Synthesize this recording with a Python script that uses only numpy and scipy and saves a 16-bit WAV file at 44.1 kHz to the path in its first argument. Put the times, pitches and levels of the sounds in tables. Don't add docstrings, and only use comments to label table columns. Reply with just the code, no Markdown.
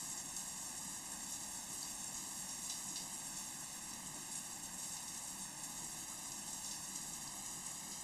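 import sys
import numpy as np
from scipy import signal
from scipy.fft import rfft, irfft, next_fast_len
from scipy.io import wavfile
from scipy.ndimage import map_coordinates

SR = 44100
rng = np.random.default_rng(int(sys.argv[2]) if len(sys.argv) > 2 else 0)


def wrap_up_sound(samples):
    columns = np.atleast_2d(samples).T
    tamed = np.clip(columns, -1, 1)
    steps = np.round(tamed * 32767).astype(np.int16)
    wavfile.write(sys.argv[1], SR, steps)


N = 354485


def undb(db):
    return 10 ** (np.asarray(db) / 20)


def level(x, db):
    return x * undb(db) / np.sqrt(np.mean(x ** 2))


def curve(rows):
    return np.interp(np.arange(N) / SR, *np.transpose(rows))


def colour(x, points):
    size = next_fast_len(N + SR // 4)
    hz, db = np.transpose(points)
    f = np.maximum(np.fft.rfftfreq(size, 1 / SR), 1)
    gain = undb(np.interp(np.log(f), np.log(hz), db))
    return irfft(rfft(x, size) * gain, size)[:N]


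def band(x, hz, octaves, order=2):
    edges = hz * 2 ** (np.array([-.5, .5]) * octaves)
    return signal.sosfilt(signal.butter(order, edges, "band", fs=SR, output="sos"), x)


def resonate(x, hz, width):
    b, a = signal.iirpeak(hz, hz / width, fs=SR)
    return signal.lfilter(b, a, x)


def drops(count, rate, spread_db):
    lands = rng.random(count) < rate / SR
    size = undb(spread_db * np.minimum(rng.exponential(size=count), 5))
    sign = rng.choice([-1, 1], count)
    return level(lands * size * sign, 0)


def walk(rate):
    knots = rng.standard_normal(4096)
    return map_coordinates(knots, [np.arange(N) / SR * rate], order=3, mode="wrap")


def spray():
    # time in seconds, level in dB (only its ups and downs count).
    flow_points = [(0.0, -44.5), (0.25, -48), (0.32, -47.5), (0.6, -46.5), (1.05, -48), (1.22, -47.5),
                   (1.35, -45), (1.48, -47.6), (1.58, -46), (1.66, -47), (1.88, -45.5), (2.1, -47.6),
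                   (2.4, -45.5), (2.8, -46.3), (3.05, -47.5), (3.3, -46.5), (3.75, -48), (4.15, -49),
                   (4.65, -48), (4.85, -46), (5.3, -47.3), (5.53, -50), (5.75, -46), (5.95, -47),
                   (6.4, -47.5), (6.62, -47.0), (7.05, -46.5), (7.35, -47.5), (7.7, -47), (8.04, -48.5)]
    # pitch in Hz, relative level in dB per Hz.
    spray_colour = [(400, -18), (500, -4.5), (650, -8), (870, -4.5), (1250, -5.5), (1800, -9),
                    (2800, -10.5), (3800, -9.5), (4700, -7.5), (6600, -1), (7600, 1.5), (9400, -6),
                    (13300, -15), (15400, -33)]
    flutter_db, split_hz = 1.0, 3900
    flow_db = curve(flow_points)
    strength_db = flow_db - flow_db.mean() + flutter_db * walk(50)
    bright = drops(N, rate=11000, spread_db=2.0) * undb(strength_db)
    patter = drops(N, rate=9000, spread_db=2)
    bright = signal.sosfilt(signal.butter(3, split_hz, "high", fs=SR, output="sos"), bright)
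    patter = signal.sosfilt(signal.butter(3, split_hz, "low", fs=SR, output="sos"), patter)
    return level(colour(bright + patter, spray_colour), -48.0)


def spatter():
    gob_s = 0.011
    out = 0
    for hz, db in [(6200, -65.5), (7800, -57.0), (10300, -63.5)]:
        hits = np.abs(drops(N, rate=70, spread_db=-0.5))
        gobs = signal.lfilter([1], [1, -np.exp(-1 / (gob_s * SR))], hits)
        fizz = drops(N, rate=12000, spread_db=2.5) * gobs
        out = out + level(band(fizz, hz, octaves=0.42), db)
    return out


def bathroom(x):
    t60_s, wet_db = 0.35, -5
    t = np.arange(SR // 3) / SR
    tail = rng.standard_normal(len(t)) * np.exp(-np.log(1000) * t / t60_s)
    tail *= undb(wet_db) / np.sqrt(np.sum(tail ** 2))
    tail[0] = 1
    return signal.fftconvolve(x, tail)


def splash(slap_db, burst_db, hz, octaves):
    burst_s, scatter_s, scatter_db = 0.03, 0.1, -13
    ragged_db, spurt_s = 1.5, 0.0066
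    attack_s, slap_s, slap_extra_octaves = 0.0011, 0.0046, 0.24
    t = np.arange(SR // 4) / SR

    wander = map_coordinates(rng.standard_normal(256), [t / spurt_s], order=1, mode="wrap")
    spurts = undb(ragged_db * wander)
    shape = np.exp(-t / burst_s) + undb(scatter_db) * np.exp(-t / scatter_s)
    droplets = drops(len(t), rate=5000, spread_db=2.0) * spurts
    fizz = level(band(droplets, hz, octaves, order=1), burst_db) * shape

    contact = band(drops(len(t), rate=7200, spread_db=1.0), hz, octaves + slap_extra_octaves)
    slap = level(contact, slap_db) * np.exp(-(t / slap_s) ** 2)

    sizes = signal.butter(3, [2400, 10500], "band", fs=SR, output="sos")
    attack = 1 - np.exp(-t / attack_s)
    return bathroom(signal.sosfilt(sizes, (slap + fizz) * attack))


def small_clumps(count=40):
    per_s, slap_db, burst_db, spread_db = 4.5, -47.5, -55.5, 3.5
    centre_hz, spread_octaves, width_octaves = 7300, 0.11, 0.29
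    late, size, pitch = rng.uniform(-1, 1, (count, 3)).T
    times = (np.arange(count) + .5 + late / 2) / per_s
    size_db = spread_db * size
    hz = centre_hz * 2 ** (spread_octaves * pitch)
    widths = np.full(count, width_octaves)
    return np.transpose([times, slap_db + size_db, burst_db + size_db, hz, widths])


def splashes():
    # start in seconds, level of the slap in dB,
    # level of the burst of droplets in dB (both before fading, filtering, echoes and the final gain),
    # centre of the splash in Hz, its width in octaves.
    big_clumps = [(0.098, -41.0, -49.0, 7400.0, 0.23), (0.174, -39.5, -45.5, 6800, 0.23),
                  (0.364, -41, -43.5, 7250, 0.5), (0.473, -41, -48, 7600, 0.27),
                  (0.651, -45.0, -48.0, 7300.0, 0.18), (1.118, -42.0, -52.0, 7400.0, 0.4),
                  (1.319, -44.0, -48.0, 6900.0, 0.27), (1.73, -45.0, -46.5, 7800.0, 0.35),
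                  (1.806, -41.0, -51.5, 7300.0, 0.3), (1.828, -37.5, -52, 5600, 0.32),
                  (2.041, -37.5, -48, 7300, 0.2), (2.141, -39, -49, 6800, 0.21),
                  (2.166, -46, -49.5, 6300, 0.4), (2.489, -44.0, -47.5, 6000.0, 0.3),
                  (2.645, -47.0, -48.5, 7400.0, 0.31), (2.696, -38, -44, 5150, 0.7),
                  (2.884, -44.0, -46.5, 6800.0, 0.25), (2.957, -39.5, -44.5, 5100, 0.7),
                  (3.127, -46.0, -46.0, 7900.0, 0.29), (3.366, -43.0, -47.5, 6900.0, 0.22),
                  (3.905, -44.0, -53.0, 5900.0, 0.4), (3.934, -42.0, -54.0, 6700.0, 0.4),
                  (4.313, -47.0, -45.5, 8100.0, 0.49), (4.352, -39.5, -46, 7900, 0.36),
                  (4.781, -47.0, -48.0, 7500.0, 0.21), (4.825, -47.0, -47.5, 7600.0, 0.56),
                  (4.965, -43.0, -53.0, 5400.0, 0.45), (5.078, -43.0, -52.0, 6000.0, 0.45),
                  (5.143, -41.0, -54.0, 7000.0, 0.4), (5.273, -41.0, -50.0, 7600.0, 0.4),
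                  (5.418, -47.0, -48.0, 8200.0, 0.33), (5.634, -43.0, -47.5, 7400.0, 0.35),
                  (6.317, -39.0, -54.0, 6200.0, 0.35), (6.477, -44, -47, 7400, 0.3),
                  (6.53, -37.5, -48, 7300, 0.2), (6.644, -40, -53, 5900, 0.4),
                  (6.659, -43, -49, 6200, 0.38), (6.709, -40, -47.5, 5650, 0.42),
                  (6.954, -44.0, -48.0, 6900.0, 0.4), (7.133, -42.0, -52.0, 7100.0, 0.4),
                  (7.274, -42, -56, 5500, 0.45), (7.46, -44.0, -49.0, 7200.0, 0.4),
                  (7.662, -39.5, -46.5, 7400, 0.26), (7.917, -42, -48, 5950, 0.31)]
    out = np.zeros(N + SR)
    for s, slap_db, burst_db, hz, octaves in [*big_clumps, *small_clumps()]:
        start = int(s * SR)
        if start < N:
            sound = splash(slap_db, burst_db, hz, octaves)
            out[start:start + len(sound)] += sound
    return undb(0.54) * out[:N]


def tub():
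    # pitch in Hz, width in Hz, relative level in dB.
    modes = [(37.5, 5.9, -2.5), (146, 23, -5.5), (157, 5.1, 2), (183, 7.1, -6.5), (194.6, 10.8, 5.5),
             (235.7, 12.3, 3), (266, 13.7, 1), (292.3, 19.4, 0.5), (310, 41, -2.5), (347, 17, 1.5),
             (723, 21, -9.5), (868, 53, -7)]
    # pitch in Hz, relative level in dB per Hz.
    rumble_colour = [(10, -20), (28, -14), (60, -12), (105, -11.5), (160, -3.5), (260, -4), (340, -3),
                     (430, 2.5), (600, -9), (1200, -29.5)]
    surge_db = 1.5
    blows = drops(N, rate=1500, spread_db=1) * undb(surge_db * walk(11))
    rumble = level(colour(blows, rumble_colour), -61.0)
    ring = 0
    for hz, width, db in modes:
        ring = ring + undb(db) * resonate(drops(N, rate=700, spread_db=2), hz, width)
    return level(ring, -59.0) + rumble


def fan():
    # pitch in Hz, level in dB before the doubling.
    tones = [(60, -84), (90, -84), (120, -83)]
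    waver = 0.63
    t = np.arange(N) / SR
    return sum(level(np.sin(2 * np.pi * hz * t + waver * walk(1.94)), db) for hz, db in tones)


def doubled(x):
    # pitch in Hz,
    # extra lag in ms, waver of the lag in ms, waver of the strength in dB (unrest scales both wavers).
    notches = [(450, .05, .025, .7), (1390, .016, .01, .7), (2340, .004, .008, .7), (3290, 0, .008, 1.1),
               (4230, 0, .007, 1.1), (5170, 0, .003, .5)]
    # time in seconds, lag in ms.
    lag_points = [(0.0, 1.045), (0.35, 1.071), (0.42, 1.055), (0.77, 1.066), (0.84, 1.043), (0.94, 1.04),
                  (1.01, 1.06), (1.08, 1.049), (1.15, 1.075), (1.36, 1.053), (1.64, 1.078), (1.74, 1.055),
                  (1.88, 1.06), (2.05, 1.09), (2.16, 1.045), (2.51, 1.069), (2.79, 1.045), (2.89, 1.055),
                  (3.07, 1.037), (3.38, 1.084), (3.45, 1.059), (3.59, 1.059), (3.66, 1.078), (4.11, 1.042),
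                  (4.18, 1.066), (4.53, 1.051), (4.6, 1.073), (4.81, 1.058), (5.12, 1.064), (5.19, 1.05),
                  (5.54, 1.08), (5.85, 1.042), (5.92, 1.063), (6.13, 1.04), (6.27, 1.042), (6.41, 1.074),
                  (6.51, 1.049), (6.69, 1.074), (6.83, 1.077), (6.93, 1.043), (7.28, 1.051), (7.45, 1.024),
                  (7.66, 1.044), (8.01, 1.023)]
    lag_rate, strength_rate, unrest_rate = 22, 18, 10
    unrest_db = 7
    dull_share, dull_hz = .33, 7500

    lowpassed = signal.lfilter(*signal.butter(1, dull_hz, fs=SR), x)
    dull = (1 - dull_share) * x + dull_share * lowpassed
    size = next_fast_len(N)
    spectrum, f = rfft(dull, size), np.fft.rfftfreq(size, 1 / SR)
    centres = np.array(notches)[:, 0]
    late = 0
    for hz, extra_ms, waver_ms, waver_db in notches:
        part = irfft(spectrum * np.interp(f, centres, centres == hz), size)
        unrest = undb(unrest_db * np.minimum(walk(unrest_rate), 1))
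        lag_ms = curve(lag_points) + extra_ms + unrest * waver_ms * walk(lag_rate)
        part = map_coordinates(part, [np.arange(N) - lag_ms * SR / 1000], order=5)
        late = late + part * undb(unrest * waver_db * walk(strength_rate))
    return (x + late) / np.sqrt(2)


def scene():
    mono = spray() + spatter() + splashes() + tub() + fan()
    return np.array([mono, mono])


def record(dry):
    # pitch in Hz, relative level in dB per Hz.
    hiss_colour = [(100, 7.5), (450, -3.5), (1400, -20), (3300, -22), (5200, -9), (7500, 0.5), (10000, 2),
                   (13000, -13), (15400, -18)]
    hiss_db, top_hz = -64, 15500
    hiss = level(colour(rng.standard_normal(N), hiss_colour), hiss_db)
    mono = doubled(dry[0]) + hiss
    mono = signal.sosfilt(signal.ellip(10, .2, 70, top_hz, fs=SR, output="sos"), mono)
    return np.array([mono, mono])


dry = scene()
out = record(dry)
wrap_up_sound(out)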